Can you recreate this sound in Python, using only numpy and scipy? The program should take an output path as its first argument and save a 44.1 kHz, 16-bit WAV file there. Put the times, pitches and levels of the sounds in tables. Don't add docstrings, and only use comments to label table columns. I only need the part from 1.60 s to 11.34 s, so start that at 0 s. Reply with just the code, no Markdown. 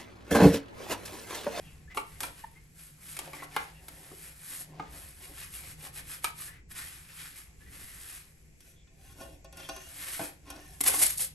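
import sys
import numpy as np
from scipy import signal
from scipy.fft import rfft, irfft, next_fast_len
from scipy.io import wavfile
from scipy.ndimage import uniform_filter1d, map_coordinates

SR = 44100
rng = np.random.default_rng(int(sys.argv[2]) if len(sys.argv) > 2 else 0)


def to_wav(s):
    ch = np.atleast_2d(s).T
    pcm = np.round(np.clip(ch, -1, 1) * 32767)
    wavfile.write(sys.argv[1], SR, pcm.astype(np.int16))


N = 429534

# (frequency [Hz], level [dB])
BLADE_MODES = [(312, -0.5), (377, 1.5), (550, -7), (660, 0.5), (790, -0.5), (1080, -1), (1453, -0.5),
               (1795, -5.5), (2541, -4), (2797, -3), (3280, -5), (3513, -5), (3935, -8), (4600, -6),
               (5550, -2.5), (6148, -2.5)]
# (frequency [Hz], level [dB])
BED_MODES = [(305, -5), (460, -3), (900, -4), (1200, 0), (1470, -8), (2170, 1), (2850, -4), (3700, -10)]
# (frequency [Hz], level [dB])
GRIT_SPECTRUM = [(1300, -36.5), (2800, -22), (6000, -17.5), (8000, -9), (9800, -7), (11000, 1),
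                 (12000, -9.5), (13000, -21), (14000, -72)]
# (frequency [Hz], level [dB])
RASP_SPECTRUM = [(600, -14.5), (1100, 3.5), (1800, 11), (2600, 7), (4000, 3.5), (7000, -1), (12000, -19)]


def undb(db):
    return 10 ** (np.asarray(db) / 20)


def unit(x):
    return x / np.sqrt(np.mean(x ** 2))


def colour(x, shape):
    hz, db = np.transpose(shape)
    size = next_fast_len(x.shape[-1])
    f = np.arange(size // 2 + 1) * SR / size
    gain = undb(np.interp(np.log(f + 1), np.log(hz), db))
    return irfft(rfft(x, size) * gain, size)[..., :x.shape[-1]]


def curves(table):
    s, *columns = np.transpose(table)
    return [np.interp(np.arange(N) / SR, s, c) for c in columns]


def walk(rate):
    k = int(SR / rate)
    steps = np.repeat(rng.standard_normal(N // k + 1), k)
    return unit(uniform_filter1d(uniform_filter1d(steps, k), k)[:N])


def ring(x, hz, t60):
    r = np.exp(-np.log(1000) / (t60 * SR))
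    w = 2 * np.pi * hz / SR
    return signal.lfilter([0, np.sin(w)], [1, -2 * r * np.cos(w), r * r], x)


def diffuse(length):
    # (frequency [Hz], level [dB])
    side_shape = [(50, -17.5), (200, -7.5), (600, 0.5), (1800, 3), (5000, 3), (8500, -7), (15000, -16)]
    mid, side = rng.standard_normal((2, length))
    side = colour(side, side_shape)
    return np.array([mid + side, mid - side])


def grains(rate, spread_db):
    when = rng.random(N)
    size = np.minimum(rng.exponential(size=N), 3.5)
    return unit((when < rate / SR) * rng.standard_normal(N) * undb(spread_db * size))


def lifted(s):
    # (from [s], to [s])
    spells = [(7.0, 8.3), (8.85, 9.17)]
    return sum((s > t0) * (s < t1) * 1. for t0, t1 in spells)


def ring_s(hz, free):
    at_1khz_s = .095 if free else .028
    return at_1khz_s * (1000 / hz) ** 0.31


def pressure():
    # (most pressure at [s], rise [s], fall [s], grit hiss [dB], blade rasp [dB], low rub [dB])
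    stroke_table = [(0.0, .1, 0.57, -62, -64.5, -69), (.37, 0.027, 0.082, -43, -53, -49.5),
                    (.5, 0.14, 0.94, -57.5, -62, -70.5), (0.632, 0.048, 0.11, -39.5, -47.5, -54.5),
                    (.8, 0.11, 0.1, -54, -57.5, -67), (1.21, 0.11, 0.25, -51, -60.5, -82),
                    (1.45, 0.1, 0.3, -51.5, -58.5, -72), (1.54, 0.14, 0.076, -44.5, -53.5, -71),
                    (1.62, 0.1, 0.27, -51, -54, -55), (1.75, 0.027, 0.21, -51, -55, -55.5),
                    (1.84, 0.036, 0.027, -46.5, -51.5, -52), (1.98, 0.14, 0.22, -50.5, -49.5, -56.5),
                    (2.41, 0.46, 0.73, -53, -59.5, -63), (2.64, 0.16, 0.24, -49, -58.5, -69),
                    (2.929, 0.21, 0.18, -41, -51, -67), (3.011, 0.096, 0.048, -43, -62, -66),
                    (3.24, 0.25, 0.31, -70, -59.5, -54.5), (3.361, 0.097, 0.44, -47.5, -56.5, -86),
                    (3.63, 0.089, 0.3, -49.5, -57.5, -60.5), (3.811, 0.13, 0.15, -45.5, -50.5, -84),
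                    (3.96, 0.1, 0.12, -41.5, -50, -77), (4.109, 0.24, 0.065, -46, -53, -63.5),
                    (4.25, 0.1, 0.081, -43.5, -50, -61.5), (4.38, 0.067, 0.06, -40.5, -45, -63),
                    (4.52, 0.11, 0.12, -41, -48.5, -65.5), (4.65, 0.043, 0.092, -40.5, -47, -61),
                    (4.822, 0.097, 0.14, -40.5, -51, -64.5), (5.118, 0.029, 0.029, -44, -51, -72),
                    (5.182, 0.071, 0.36, -41.5, -47.5, -72), (5.62, 0.24, 0.27, -47, -50.5, -76),
                    (5.785, 0.078, 0.13, -48, -56.5, -68.5), (6.14, 0.066, 0.87, -50.5, -58.5, -69),
                    (6.3, 0.47, 0.49, -54, -58, -85), (6.55, 0.53, 0.14, -46, -54, -74),
                    (7.079, 0.15, 0.14, -59, -68.5, -75), (7.5, 0.23, 0.16, -58.5, -64, -70.5),
                    (7.611, 0.11, 0.23, -53.5, -61.5, -57.5), (8.0, 0.092, 1, -55, -57.5, -67),
                    (8.55, 0.38, 0.18, -37.5, -44.5, -63), (8.64, 0.096, 0.11, -40.5, -51, -52),
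                    (8.899, 0.089, 0.43, -60, -58, -58), (9.15, 0.41, 0.18, -56, -70, -72),
                    (9.211, 0.0033, 0.012, -23, -49, -62), (9.24, 0.0091, 0.015, -27.5, -40.5, -51),
                    (9.265, 0.022, 0.066, -23.5, -39, -45.5), (9.33, 0.14, 0.23, -31, -43.5, -53.5),
                    (9.427, 0.14, 0.049, -22.5, -40.5, -49), (9.469, 0.033, 0.12, -28, -45.5, -78),
                    (9.582, 0.012, .016, -24, -62, -67), (9.605, 0.034, 0.096, -27, -46, -57)]
    # (hiss [dB], rasp [dB], rub [dB])
    rest_levels = (-99, -91.5, -80.5)
    fade_depths = (1, 1, 0.83)
    t = np.arange(0, N / SR, .001)
    peak, rise, fall, *tops_db = np.transpose(stroke_table)[:, :, None]
    away = np.where(t < peak, (peak - t) / rise, (t - peak) / fall)
    fade_db = 27 * away ** 1.474
    levels = []
    for top_db, depth, rest_db in zip(tops_db, fade_depths, rest_levels):
        power = np.sum(undb(top_db - depth * fade_db) ** 2, axis=0) + undb(rest_db) ** 2
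        levels.append(np.interp(np.arange(N) / SR, t, 10 * np.log10(power)))
    return levels


def shaken_modes(coarse, modes, free):
    tilt_db, sway_db, sway_rate, shorten = (2.5, 4.5, 10, .6) if free else (0, 3, 35, .4)
    total = 0
    for hz, db in modes:
        level_db = db + tilt_db * np.log2(hz / 1000) + sway_db * walk(sway_rate)
        total = total + undb(level_db) * unit(ring(coarse, hz, shorten * ring_s(hz, free)))
    swing_s = .003 if free else .016
    where = np.arange(N) + swing_s * SR * walk(4)
    return map_coordinates(unit(total), [where], order=1, mode="mirror")


def strokes():
    # (frequency [Hz], level [dB])
    rub_spectrum = [(150, -34), (280, 1.5), (450, -4), (750, -0.5), (1100, -12.5), (1600, -87.5)]
    hiss_db, rasp_db, rub_db = pressure()
    lift = uniform_filter1d(lifted(np.arange(N) / SR), SR // 20)
    drag_db = 0.83 * walk(45) + 0.19 * np.maximum(hiss_db + 44, 0) * walk(90)
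    grit = grains(12000, 0.21)
    coarse = grains(5000, 2.85)
    bed = shaken_modes(coarse, BED_MODES, False)
    blade = shaken_modes(coarse, BLADE_MODES, True)
    crush = .3 * undb(.4 * np.maximum(rasp_db + 48, 0))
    shaken = coarse + crush * (1 - lift) * (bed + .6 * blade) + .7 * lift * blade
    hiss = unit(colour(grit + 0.43 * lift * blade, GRIT_SPECTRUM)) * undb(hiss_db + drag_db)
    rasp = unit(colour(shaken, RASP_SPECTRUM)) * undb(drag_db + rasp_db + 0.18 * walk(25))
    rub = unit(colour(shaken, rub_spectrum)) * undb(rub_db + 2 * walk(15))
    return hiss + rasp + rub


def tones(table, rough_t60, rise, octave_db, bluntness):
    out = np.zeros(N)
    decay = np.exp(-np.log(1000) / (rough_t60 * SR))
    wobble = signal.lfilter([1], [1, -decay], rng.standard_normal((2, N)))
    wobble = wobble / wobble.std()
    for s, length, hz, db in table:
        i, n = int(max(s, 0) * SR), int(length * SR)
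        phase = np.cumsum(2 * np.pi * hz / SR * (1 + rise * np.linspace(-1, 1, n)))
        a, b = 12 * length * wobble[:, i:i + n]
        octave = undb(octave_db - 8 * np.log2(hz / 1000)) * np.sin(2 * phase)
        note = (1 + a) * (np.sin(phase) + octave) + b * np.cos(phase)
        out[i:i + n] += undb(db) * np.hanning(n) ** bluntness * unit(note)
    return out


def squeaks():
    # (start [s], length [s], middle pitch [Hz], level [dB])
    squeak_table = [(0, 0.18, 2710, -61.5), (.836, 0.018, 895, -37.5), (1.75, 0.11, 2000, -50),
                    (2.13, 0.1, 2760, -62), (7.0, 0.2, 6080, -72), (7.12, .15, 3420, -70.5),
                    (8.91, 0.12, 663, -55.5)]
    return tones(squeak_table, rough_t60=.01, rise=-.01, octave_db=-13, bluntness=1)


def room(x):
    t60_s, treble_t60_s, level_db = 0.3, 0.078, -8
    t = np.arange(SR // 2) / SR
    echo = diffuse(len(t)) * (t > .004)
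    low = signal.lfilter(*signal.butter(1, 2500, fs=SR), echo)
    treble = echo - low
    echo = low * undb(-60 * t / t60_s) + treble * undb(-60 * t / treble_t60_s)
    echo = echo / np.sqrt(np.sum(echo ** 2) / 2)
    return undb(level_db) * signal.oaconvolve(x[None], echo, axes=1)[:, :N]


def outside():
    # (time [s], rumble level [dB], hum level [dB])
    traffic = [(0.0, -53.5, -56.5), (1.05, -55.5, -65), (1.3, -60.5, -58), (2.7, -59, -63),
               (3.25, -55.5, -54), (3.6, -57, -67), (4.15, -52.5, -59), (5.7, -58.5, -63),
               (6.15, -49, -66.5), (6.45, -57.5, -68.5), (9.35, -55, -62)]
    # (frequency [Hz], level [dB])
    rumble_spectrum = [(35, -5.5), (58, 3), (100, -6), (160, -12), (250, -19.5), (500, -24), (900, -72)]
    # (frequency [Hz], level [dB])
    air_spectrum = [(400, 19.5), (1100, 10.5), (2300, 28), (3600, 8.5), (7800, 27.5), (11000, -24.5),
                    (12800, -62)]
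    hum_hz, hum_width_hz = 154.5, 9.7
    rumble_db, hum_db = curves(traffic)
    rumble = unit(colour(diffuse(N), rumble_spectrum)) * undb(rumble_db + 1.3 * walk(5.9))
    hum_t60 = np.log(1000) / (np.pi * hum_width_hz)
    hum = unit(ring(rng.standard_normal(N), hum_hz, hum_t60)) * undb(hum_db)
    air = unit(colour(diffuse(N), air_spectrum)) * undb(-69.5 + 2.1 * walk(9))
    return rumble + hum + air


def bird():
    # (start [s], length [s], middle pitch [Hz], level [dB])
    bird_table = [(.275, 0.017, 1745, -56), (.295, 0.048, 2026, -50.5), (.95, 0.046, 2105, -59),
                  (4.865, 0.054, 1730, -53.5), (4.88, 0.131, 1990, -58.5), (6.0, 0.048, 1730, -62),
                  (6.055, 0.048, 1960, -58.5)]
    return tones(bird_table, rough_t60=.004, rise=.035, octave_db=-35, bluntness=.5)


def knocks():
    # (time [s], body peak [dB], crack peak [dB], loudest pitch [Hz])
    knock_table = [(0.347, -41, -36, 1050), (0.372, -19.5, -30.5, 1170), (0.605, -35, -23, 860),
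                   (0.632, -28.5, -23, 1004), (1.567, -35.5, -28, 2310), (1.59, -37, -21.5, 910),
                   (1.675, -37, -62, 697), (1.732, -33.5, -36, 890), (1.822, -33, -49, 1084),
                   (1.964, -16.5, -23.5, 1193), (2.283, -43, -32.5, 935), (2.513, -40, -68, 379),
                   (3.196, -27, -54.5, 892), (4.643, -20.5, -14.5, 1278), (4.264, -43.5, -68, 764),
                   (7.005, -59, -43.5, 3280), (7.272, -57.5, -69, 2300), (7.609, -37, -41.5, 545),
                   (7.845, -42, -44.5, 640), (7.926, -45.5, -41, 666), (7.971, -42, -36.5, 544),
                   (7.999, -39.5, -40, 544), (8.089, -29.5, -31, 850), (8.163, -37.5, -36, 630),
                   (8.594, -25.5, -40, 648), (8.612, -31, -32, 340), (8.902, -39.5, -32, 1250),
                   (9.206, -32.5, -20, 435), (9.262, -27, -17, 1350), (9.287, -26, -47, 1039),
                   (9.339, -26, -50, 1430), (9.434, -30, -37, 2450), (9.594, -39, -27, 2570)]
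    out = np.zeros(N + SR)
    t = np.arange(SR // 5) / SR
    luck = rng.standard_normal((len(knock_table), 2, len(BLADE_MODES)))
    noise = rng.standard_normal((len(knock_table), 2, len(t)))
    for (s, body_db, crack_db, centre_hz), (gain, detune), (push, snap) in zip(knock_table, luck, noise):
        free = lifted(s)
        hz, db = np.transpose(BLADE_MODES if free else BED_MODES)
        if not free:
            hz = hz * centre_hz / hz[np.argmin(np.abs(np.log(hz / centre_hz)))]
        contact = np.exp(-t / (0.0055 * (1000 / centre_hz) ** 0.61))
        crumble = 0.058 * (1 - free) * np.exp(-t / 0.016)
        touch = (1 - np.exp(-t / 0.00079)) * (contact + crumble)
        detuned_hz = hz * (1 + (0.008 if free else 0.03) * detune[:len(hz)])
        modes = np.array([unit(ring(push * touch, f, ring_s(f, free))) for f in detuned_hz])
        dull_db = 3.0 + 0.39 * max(body_db - crack_db, 0)
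        octaves = np.log2(hz / centre_hz)
        place_db = -dull_db * np.maximum(octaves, 0) - 8 * np.maximum(-octaves, 0)
        body = undb(db + place_db + 2 * gain[:len(hz)]) @ modes
        body = signal.lfilter(*signal.butter(2, 0.33 * centre_hz, "high", fs=SR), body)
        crack = unit(colour(snap, GRIT_SPECTRUM)) + 0.25 * unit(colour(snap, RASP_SPECTRUM))
        crack = crack * np.exp(-t / 0.0053)
        bright = undb(db + 8.6 * np.log2(hz / 1000)) @ modes
        crack = crack / np.abs(crack).max() + 0.15 * free * bright / np.abs(bright).max()
        i = int(s * SR)
        out[i:i + len(t)] += undb(body_db) * body / np.abs(body).max() + undb(crack_db) * crack
    return out[:N]


def scene():
    sources = strokes() + knocks() + bird()
    thin = squeaks()
    return sources + thin + room(sources + .4 * thin) + outside()


def record(dry):
    # (frequency [Hz], level [dB])
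    left_gain = [(1800, 0), (3200, 2.5), (5100, 4.5), (7100, 0), (8400, 0)]
    # (frequency [Hz], lag [turns])
    left_lag = [(1500, 0), (3000, -.16), (4000, -.07), (6500, 0), (7500, -.13), (8600, 0), (17100, 2.5)]
    top_hz = 15800
    size = next_fast_len(N)
    lag = np.interp(np.arange(size // 2 + 1) * SR / size, *np.transpose(left_lag))
    spectrum = rfft(colour(dry[0], left_gain), size)
    left = irfft(spectrum * np.exp(-2j * np.pi * lag), size)[:N]
    top_cut = signal.ellip(10, .2, 80, top_hz, fs=SR, output="sos")
    return signal.sosfilt(top_cut, np.array([left, dry[1]]))


dry = scene()
out = record(dry)
to_wav(out)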